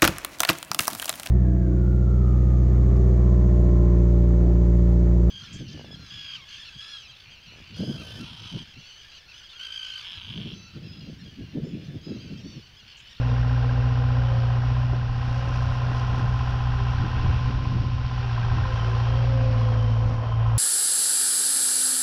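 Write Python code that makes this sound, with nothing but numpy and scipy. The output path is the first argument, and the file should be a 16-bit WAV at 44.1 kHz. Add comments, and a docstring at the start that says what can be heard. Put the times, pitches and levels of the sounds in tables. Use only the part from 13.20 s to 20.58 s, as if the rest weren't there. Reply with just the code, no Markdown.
"""Skid steer working a pile of millings

Some way off, beside a metal barn, a four-cylinder diesel drones, knocks and clatters.
It sags when the hydraulic pump takes load and whines; valves whistle and drive motors moan.
The tracks grind through the grit, the bucket clunks down once, and wind buffets the microphone."""
import sys
import numpy as np
from scipy import signal
from scipy.fft import rfft, irfft, next_fast_len
from scipy.io import wavfile
from scipy.ndimage import uniform_filter1d, minimum_filter1d, map_coordinates

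SR = 44100
rng = np.random.default_rng(int(sys.argv[2]) if len(sys.argv) > 2 else 0)


def wav_record(signal):
    """Record a signal, one row per channel, as 16-bit PCM in the file named by sys.argv[1]."""
    frames = np.transpose(np.atleast_2d(signal))
    bounded = np.clip(frames, -1, 1)
    # unit amplitude maps onto the largest positive 16-bit level
    quanta = np.round(bounded * 32767).astype(np.int16)
    wavfile.write(sys.argv[1], SR, quanta)


N = 325458
TIME = np.arange(N) / SR

# Engine speed. Each row: time in seconds, firings per second.
FIRING_RATE = [(0.0, 60.57), (0.93, 60.93), (1.21, 59.36), (1.58, 61.44), (1.93, 60.23), (2.53, 61.46),
               (2.94, 60.9), (3.69, 60.8), (4.61, 61.3), (5.0, 60.8), (5.15, 58.45), (5.31, 58.82),
               (5.61, 56.84), (6.06, 60.03), (6.39, 56.94), (6.74, 56.11), (7.04, 57.05), (7.38, 56.68)]
# The engine bay as the machine turns and tilts. 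Each row: time in seconds, clatter in dB, air in dB.
ENGINE_BAY = [(0, -44.5, -46.5), (1.2, -42, -47), (1.85, -45, -48), (2.25, -40, -46), (3.5, -39.5, -46.5),
              (4.1, -39, -44.5), (4.7, -46, -47), (5.2, -39.5, -43.5), (5.85, -40, -45), (6.15, -44.5, -45),
              (6.75, -48.5, -49), (7.2, -42, -53)]


def amp(db):
    """Decibels to gain."""
    return 10 ** (np.asarray(db) / 20)


def unit(x):
    """Scales to rms 1."""
    return x / np.sqrt(np.mean(x ** 2) + 1e-20)


def curve(table, column):
    """One column of a timed table at every sample."""
    rows = np.array(table, float)
    return np.interp(TIME, rows[:, 0], rows[:, column])


def bump(s, rise_s, fall_s):
    """Gain that rises smoothly to 1 at time s and falls again."""
    width_s = np.where(TIME < s, rise_s, fall_s)
    return np.exp(-np.minimum(((TIME - s) / width_s) ** 2, 20))


def swells(table, rest_db):
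    """Gain of events that rise and fall over a resting level."""
    power = sum((amp(db) * bump(s, rise_s, fall_s)) ** 2 for s, db, rise_s, fall_s in table)
    return np.sqrt(amp(rest_db) ** 2 + power)


def colour(x, spectrum):
    """Shapes x with an EQ curve; the result has rms 1."""
    hz, db = np.transpose(spectrum)
    size = next_fast_len(len(x))
    bins = np.fft.rfftfreq(size, 1 / SR)
    gain = amp(np.interp(np.log(bins + 1), np.log(hz), db))
    return unit(irfft(rfft(x, size) * gain, size)[:len(x)])


def drift(rate):
    """Smooth random motion of rms 1 that changes about rate times a second."""
    knots = rng.standard_normal(4096)
    return unit(map_coordinates(knots, [TIME * rate], order=2, mode="wrap"))


def tone(turns, flutter_db, wander):
    """A sine of rms 1 that flutters in level and wanders in phase."""
    return unit(amp(flutter_db * drift(18)) * np.sin(2 * np.pi * (turns + wander * drift(13))))


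def narrow(hz, half_width_hz):
    """A narrow band of noise with rms 1."""
    lowpass = signal.butter(2, half_width_hz, fs=SR, output="sos")
    slow = signal.sosfilt(lowpass, rng.standard_normal((2, N)))
    phase = 2 * np.pi * np.cumsum(np.full(N, hz)) / SR
    return unit(slow[0] * np.cos(phase) + slow[1] * np.sin(phase))


def strokes(cycles, place, jitter_s, spread_db):
    """One click each time the crank passes a place in its cycle, a little uneven in time and force."""
    late, force = rng.standard_normal((2, 128))
    due_s = np.interp(np.arange(len(late)) + place, cycles, TIME, right=-1)
    at = (due_s + jitter_s * late) * SR
    inside = (at > 0) & (at < N - 1)
    return np.bincount(at[inside].astype(int), amp(spread_db * force[inside]), N)


def ring(clicks, response):
    """Lets every click sound the response."""
    return signal.oaconvolve(clicks, response)[:N]


def exhaust(cycles):
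    """The firing tone, its octave lifted by the muffler, and the throb of unequal cylinders."""
    # The drone, weaker up on the pile. Each row: time in seconds, firing tone in dB, octave in dB.
    levels = [(0, -27.3, -22), (.85, -28.3, -21.7), (1.25, -32.5, -21), (1.65, -27, -22.5),
              (1.95, -41, -26), (2.2, -33.5, -25.5), (3.1, -34, -25), (3.6, -29.5, -25.3), (4.1, -35, -26),
              (4.85, -33, -27.5), (5.27, -39, -23.5), (5.47, -39, -27), (5.65, -31, -23.5),
              (6.05, -27.8, -20.5), (6.3, -31, -20.3), (6.85, -28.5, -20.5), (7.02, -41, -27),
              (7.2, -30, -21)]
    # The throb. Each row: multiple of the four-stroke cycle rate, level in dB.
    uneven = [(5, -59.5), (6, -39), (7, -42), (9, -52.5), (11, -50.5), (12, -69), (13, -57.5), (17, -72.5),
              (19, -71)]
    firings = 4 * cycles
    low = amp(curve(levels, 1)) * tone(firings, flutter_db=.6, wander=.012)
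    octave = amp(curve(levels, 2)) * tone(2 * firings, flutter_db=.3, wander=.005)
    throb = sum(amp(db) * tone(k * cycles, flutter_db=6, wander=.032) for k, db in uneven)
    return low + octave + throb


def rattle(cycles, table, rough, tail_db, tail_s=.03):
    """Blows at set crank angles, part clean ring and part chatter; the metal rings on faintly."""
    t, out = np.arange(8192) / SR, np.zeros(N)
    for place, hz, rise_s, db in table:
        swell = (t / rise_s) ** 4 * np.exp(4 * (1 - t / rise_s))
        tail_onset = np.minimum(t / (2 * rise_s), 1) ** 2
        tail_decay = np.exp(-np.maximum(t - 2 * rise_s, 0) / tail_s)
        envelope = swell + amp(tail_db) * tail_onset * tail_decay
        clicks = strokes(cycles, place, jitter_s=.000035, spread_db=.9)
        clean = ring(clicks, envelope * np.sin(2 * np.pi * hz * t))
        chatter = rough * ring(clicks, envelope) * narrow(hz, half_width_hz=50) / np.sqrt(2)
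        out += amp(db) * (clean + chatter)
    return unit(out)


def metalwork(cycles):
    """Injectors tick, panels knock, gears sing; as the engine sags, blows roughen and a panel buzzes."""
    # Ticks and knocks. Each row: place in the cycle from 0 to 1, ring in Hz, rise in seconds, relative dB.
    injector_blows = [(.418, 1576, .0056, 0), (.683, 1574, .005, -8), (.17, 1578, .005, -15),
                      (.45, 1830, .0065, -10), (.8, 1830, .0065, -12), (.01, 1410, .007, -9)]
    panel_blows = [(.64, 1037, .0062, 0), (.918, 1037, .0058, -9), (.182, 1037, .0055, -17),
                   (.145, 790, .007, -10.5), (.56, 1278, .008, -12), (.875, 1278, .007, -11)]
    # Their mix. Each row: time in seconds, knocks in dB, ticks in dB, gear whine in dB.
    levels = [(0, -46.3, -48, -64), (1.2, -44.8, -48.5, -64), (1.7, -46.3, -51, -62),
              (2.6, -43.2, -48.8, -56), (4, -43, -48.3, -56), (4.7, -49.5, -60, -51),
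              (5.22, -42.7, -46.3, -64), (5.85, -43, -49.5, -64), (6.2, -46.5, -52, -70),
              (6.7, -46, -59, -70), (7.15, -43.3, -61, -70)]
    firing_hz = curve(FIRING_RATE, 1)
    sag = np.maximum(1 - firing_hz / np.median(firing_hz), 0)
    labouring = cycles + .07 * sag * drift(24)  # the timing loosens under load
    ticks = rattle(labouring, injector_blows, rough=.24 + 1.5 * sag, tail_db=-22)
    knocks = rattle(labouring, panel_blows, rough=.26 + 1.5 * sag, tail_db=-16)
    shaking = 1 + .5 * np.cos(8 * np.pi * cycles)  # once per firing
    buzz = 12 * sag * shaking * narrow(1028, half_width_hz=34)
    gear_order, first_knock = 68, panel_blows[0][0]
    gears = tone(gear_order * (cycles - first_knock), flutter_db=2.5, wander=.06)
    knock_gain, tick_gain, gear_gain = (amp(curve(levels, column)) for column in (1, 2, 3))
    return knock_gain * (knocks + buzz) + tick_gain * ticks + gear_gain * gears


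def clatter(cycles):
    """Each cylinder shakes the block in its own way; the pattern shifts as the machine moves."""
    # Ring of the block and panels. Each row: frequency in Hz, relative level in dB.
    block_eq = [(150, -21.5), (420, -11.5), (600, -7), (740, 2), (830, 4.5), (920, -5), (1050, -1),
                (1170, -6), (1280, 0), (1450, -1.5), (1560, -6), (1700, -15), (1880, -4.5), (2060, -18),
                (2750, -10.5), (3300, -14.5), (4000, -23.5), (7000, -51.5)]
    t, out = np.arange(2600) / SR, np.zeros(N)
    envelope = np.exp(-t / .027) * (1 - np.exp(-t / .0045))
    for place in np.arange(4) / 4:
        blows = strokes(cycles, place + .16, jitter_s=.00004, spread_db=1.2)
        aspect = .5 * drift(.897)
        for share in (np.cos(aspect), np.sin(aspect)):  # a slow blend of two noise bursts
            out += share * ring(blows, rng.standard_normal(len(t)) * envelope)
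    return amp(curve(ENGINE_BAY, 1)) * colour(out, block_eq)


def rushing_air(cycles):
    """Air rushes through the fan and grille, pulsing twice for each firing."""
    # Colour of the rush. Each row: frequency in Hz, relative level in dB.
    air_eq = [(150, -2), (330, 1.5), (700, -2), (1180, 2.5), (1500, 5.5), (2100, 2.5), (2700, 7),
              (3250, 3.5), (3700, 0.5), (4400, -0.5), (5600, -0.5), (6100, -11.5), (6600, -18), (7800, -29),
              (14000, -49)]
    beats = 8 * cycles
    pulsing = 1 + .11 * np.cos(2 * np.pi * beats) + .11 * np.cos(np.pi * beats)
    gain = amp(curve(ENGINE_BAY, 2) + .5 * drift(25))
    return gain * colour(rng.standard_normal(N) * pulsing, air_eq)


def fan_and_alternator(cycles):
    """Fan blades and alternator hum in step with the crank; the fan throbs once in every cycle."""
    # The two hums. Each row: time in seconds, level in dB.
    fan_levels = [(0, -40.5), (.97, -40), (1.12, -50), (1.45, -43.5), (1.8, -46.5), (4.6, -46.5),
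                  (5.5, -50.5), (6.03, -46.5), (6.15, -42.5), (6.75, -41), (7.2, -58.5)]
    alternator_levels = [(0, -59.5), (.8, -52.5), (2, -59.5), (3.7, -51.5), (4.8, -62), (5.03, -49.5),
                         (5.27, -57.5), (5.55, -46.5), (6.03, -50.5), (6.5, -64.5)]
    fan_order, alternator_order = 16.72, 26  # vibrations per engine cycle
    throb = 1 + .4 * np.cos(2 * np.pi * cycles)
    fan = throb * tone(fan_order * cycles, flutter_db=1, wander=.012)
    alternator = tone(alternator_order * cycles, flutter_db=3, wander=.039)
    return amp(curve(fan_levels, 1)) * fan + amp(curve(alternator_levels, 1)) * alternator


def hydraulics(cycles):
    """Nine pump pistons whine, oil whistles in the valves, and the drive motors moan as they push."""
    # Pump and motor swells. Each row: peak time in seconds, level in dB, rise and fall in seconds.
    pump_loads = [(1.15, -42, .17, 0.19), (2.25, -46, 0.17, 0.098), (2.52, -49, 0.13, 0.11),
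                  (5.51, -40.5, 0.068, 0.08), (5.97, -42, 0.13, 0.1), (6.2, -34.7, 0.13, 0.16),
                  (6.5, -38.3, 0.18, 0.22), (6.9, -45, 0.14, 0.17)]
    motor_pushes = [(.55, -47.5, 0.51, 0.66), (5.7, -45, 0.12, 0.14), (6.5, -52.5, .2, 0.62)]
    # Valve openings. Each row: peak time in seconds, level in dB, rise and fall in seconds, pitch in Hz.
    openings = [(.25, -57, .3, .5, 2780), (1.13, -55, .16, .18, 3040), (2.75, -58, .3, .3, 2760),
                (3.7, -58.5, .5, .55, 3195), (3.9, -58, .45, .35, 2625), (5.13, -55, .2, .18, 2720),
                (5.61, -50.5, .09, .11, 3090), (5.88, -50.5, .1, .14, 3150), (6.23, -56, .1, .1, 2500),
                (6.4, -53.5, .09, .1, 2980), (6.48, -55, .1, .15, 3230), (6.62, -50, .09, .2, 3085),
                (7.15, -53.5, .2, .25, 3095)]
    pistons = 18 * cycles  # two turns of the pump per engine cycle
    harmonics_db = [-10, 0, -19, -15]
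    whine = sum(amp(db) * tone(k * pistons, flutter_db=.8, wander=.012)
                for k, db in enumerate(harmonics_db, 1))
    whistle = sum(amp(db) * bump(s, rise_s, fall_s) * narrow(hz, half_width_hz=55)
                  for s, db, rise_s, fall_s, hz in openings)
    moan = swells(motor_pushes, rest_db=-58) * narrow(489, half_width_hz=17)
    return swells(pump_loads, rest_db=-61) * whine + whistle + moan


def tracks():
    """Tracks grind lumpily over the pile; small stones crunch under them in clumps."""
    # Effort of the tracks. Each row: time in seconds, grinding level in dB.
    effort = [(0, -41), (.45, -42), (1.15, -42), (1.6, -43), (1.95, -51), (2.7, -42.5), (3.6, -49.5),
              (4.15, -47), (4.75, -53), (5.7, -41), (6.4, -37.5), (7.38, -41.5)]
    # Bites into loose stones. Each row: peak time in seconds, level in dB, rise and fall in seconds.
    crunches = [(1.35, -67, .35, 0.38), (2.4, -56.5, 0.45, 1.5), (5.6, -58, 0.16, 0.49),
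                (6.4, -60, 0.22, 1.4)]
    # Dark grind and bright grit. Each row: frequency in Hz, relative level in dB.
    grind_eq = [(100, -4.5), (260, 1), (370, -8.5), (480, 2), (580, 1), (760, 0.5), (950, -4), (1300, -8),
                (2200, -16), (6000, -58.5)]
    grit_eq = [(800, -12.5), (2500, 14.5), (5600, 25), (6600, 12), (8000, 0.5), (10500, 1), (11300, -6),
               (12500, -9), (14000, -24.5)]
    grind = colour(rng.standard_normal(N) * amp(1.2 * drift(45)), grind_eq)
    cracks = rng.random(N) < 3000 / SR  # about 3000 a second
    force = amp(3.3 * np.minimum(rng.exponential(1, N), 4))
    grit = colour(cracks * force * rng.standard_normal(N) * amp(1.5 * drift(22)), grit_eq)
    return amp(curve(effort, 1)) * grind + swells(crunches, rest_db=-77) * grit


def wind():
    """Lumpy low rumble; the strongest eddies thump and flutter at the microphone."""
    # Gusts. 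Each row: peak time in seconds, level in dB, rise and fall in seconds.
    gusts = [(1.1, -35.5, 0.097, .15), (1.7, -33, .12, 0.49), (2.38, -33, 0.98, 0.15),
             (3.1, -29.5, 0.36, 1), (4.12, -25, 0.34, 0.25), (4.6, -28.5, 0.51, 0.39),
             (5.38, -26.5, 0.19, 0.2), (6.35, -44.5, 0.36, .15), (6.9, -26, 0.055, 0.11)]
    # Single buffets. Each row: peak time in seconds, thump in dB, length in seconds, flutter in dB.
    buffets = [(1.156, -35, .068, -50), (1.737, -29, .037, -46), (2.079, -28, .021, -52),
               (2.282, -32.5, .087, -47), (2.722, -33, .02, -44), (2.935, -27, .02, -41),
               (2.995, -28.5, .04, -38.5), (3.045, -28.5, .035, -41), (3.85, -30.5, .1, -42),
               (3.972, -27.5, .035, -40), (4.048, -24.5, .03, -38.5), (4.1, -23.5, .026, -35),
               (4.302, -28, .03, -42), (4.372, -29, .06, -43.5), (4.475, -29, .11, -46),
               (4.568, -26, .055, -42), (4.635, -26, .04, -42), (4.685, -33, .025, -46),
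               (5.335, -30, .025, -44), (5.377, -28, .03, -42), (6.297, -30, .042, -44),
               (6.892, -34.5, .13, -46)]
    # Wind colours, darkest first. Each row: frequency in Hz, relative level in dB.
    rumble_eq = [(8, -12.5), (25, 5.5), (50, 6.5), (85, 5.5), (120, 2), (160, -6), (220, -16), (330, -22.5),
                 (600, -45), (1500, -73.5)]
    thump_eq = [(15, -17.5), (50, 5), (130, 3), (200, -4), (300, -9), (450, -27.5), (750, -37),
                (1500, -49.5), (4000, -86.5)]
    flutter_eq = [(80, -22), (200, -1), (300, 0), (450, -6.5), (650, -13), (1000, -22), (2500, -45),
                  (6000, -75)]
    rumble = colour(rng.standard_normal(N) * amp(drift(22)), rumble_eq)
    thump_gain = sum(amp(db) * bump(s, length / 2, length / 2) for s, db, length, _ in buffets)
    flutter_gain = sum(amp(db) * bump(s, length / 2, length / 2) for s, _, length, db in buffets)
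    thumps = thump_gain * colour(rng.standard_normal(N), thump_eq)
    flutters = flutter_gain * colour(rng.standard_normal(N), flutter_eq)
    return swells(gusts, rest_db=-35.5) * rumble + thumps + flutters


def bucket(start_s, db, decay_s):
    """The bucket drops on the pile with one dull, quickly damped clunk."""
    # Its dull body. Each row: frequency in Hz, relative level in dB.
    body_eq = [(100, -20), (280, -2), (450, -4), (720, 0), (900, -6), (1300, -17), (3000, -45), (9000, -90)]
    age = np.maximum(TIME - start_s, 0)
    envelope = (1 - np.exp(-age / .0038)) * np.exp(-age / decay_s)
    return amp(db) * envelope * colour(rng.standard_normal(N), body_eq)


def scene():
    """One crank paces the engine and pump, four firings to a cycle; ground and wind join in mono."""
    cycles = np.cumsum(curve(FIRING_RATE, 1)) / SR / 4
    engine = exhaust(cycles) + metalwork(cycles) + clatter(cycles)
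    machine = engine + rushing_air(cycles) + fan_and_alternator(cycles) + hydraulics(cycles)
    ground = tracks() + bucket(start_s=1.725, db=-29.5, decay_s=.016)
    return (machine + ground + wind())[None]


def record(dry):
    """A limiter ducks smoothly around the peaks, then a low-pass trims the top."""
    ceiling_db, window_samples, cutoff_hz = -12.3, 700, 13800
    room = np.minimum(amp(ceiling_db) / (abs(dry) + 1e-9), 1)
    gain = uniform_filter1d(minimum_filter1d(room, window_samples), window_samples)
    lowpass = signal.firwin(511, cutoff_hz, window=("kaiser", 9), fs=SR)
    return signal.oaconvolve(dry * gain, lowpass[None], "same")


dry = scene()
out = record(dry)
wav_record(out)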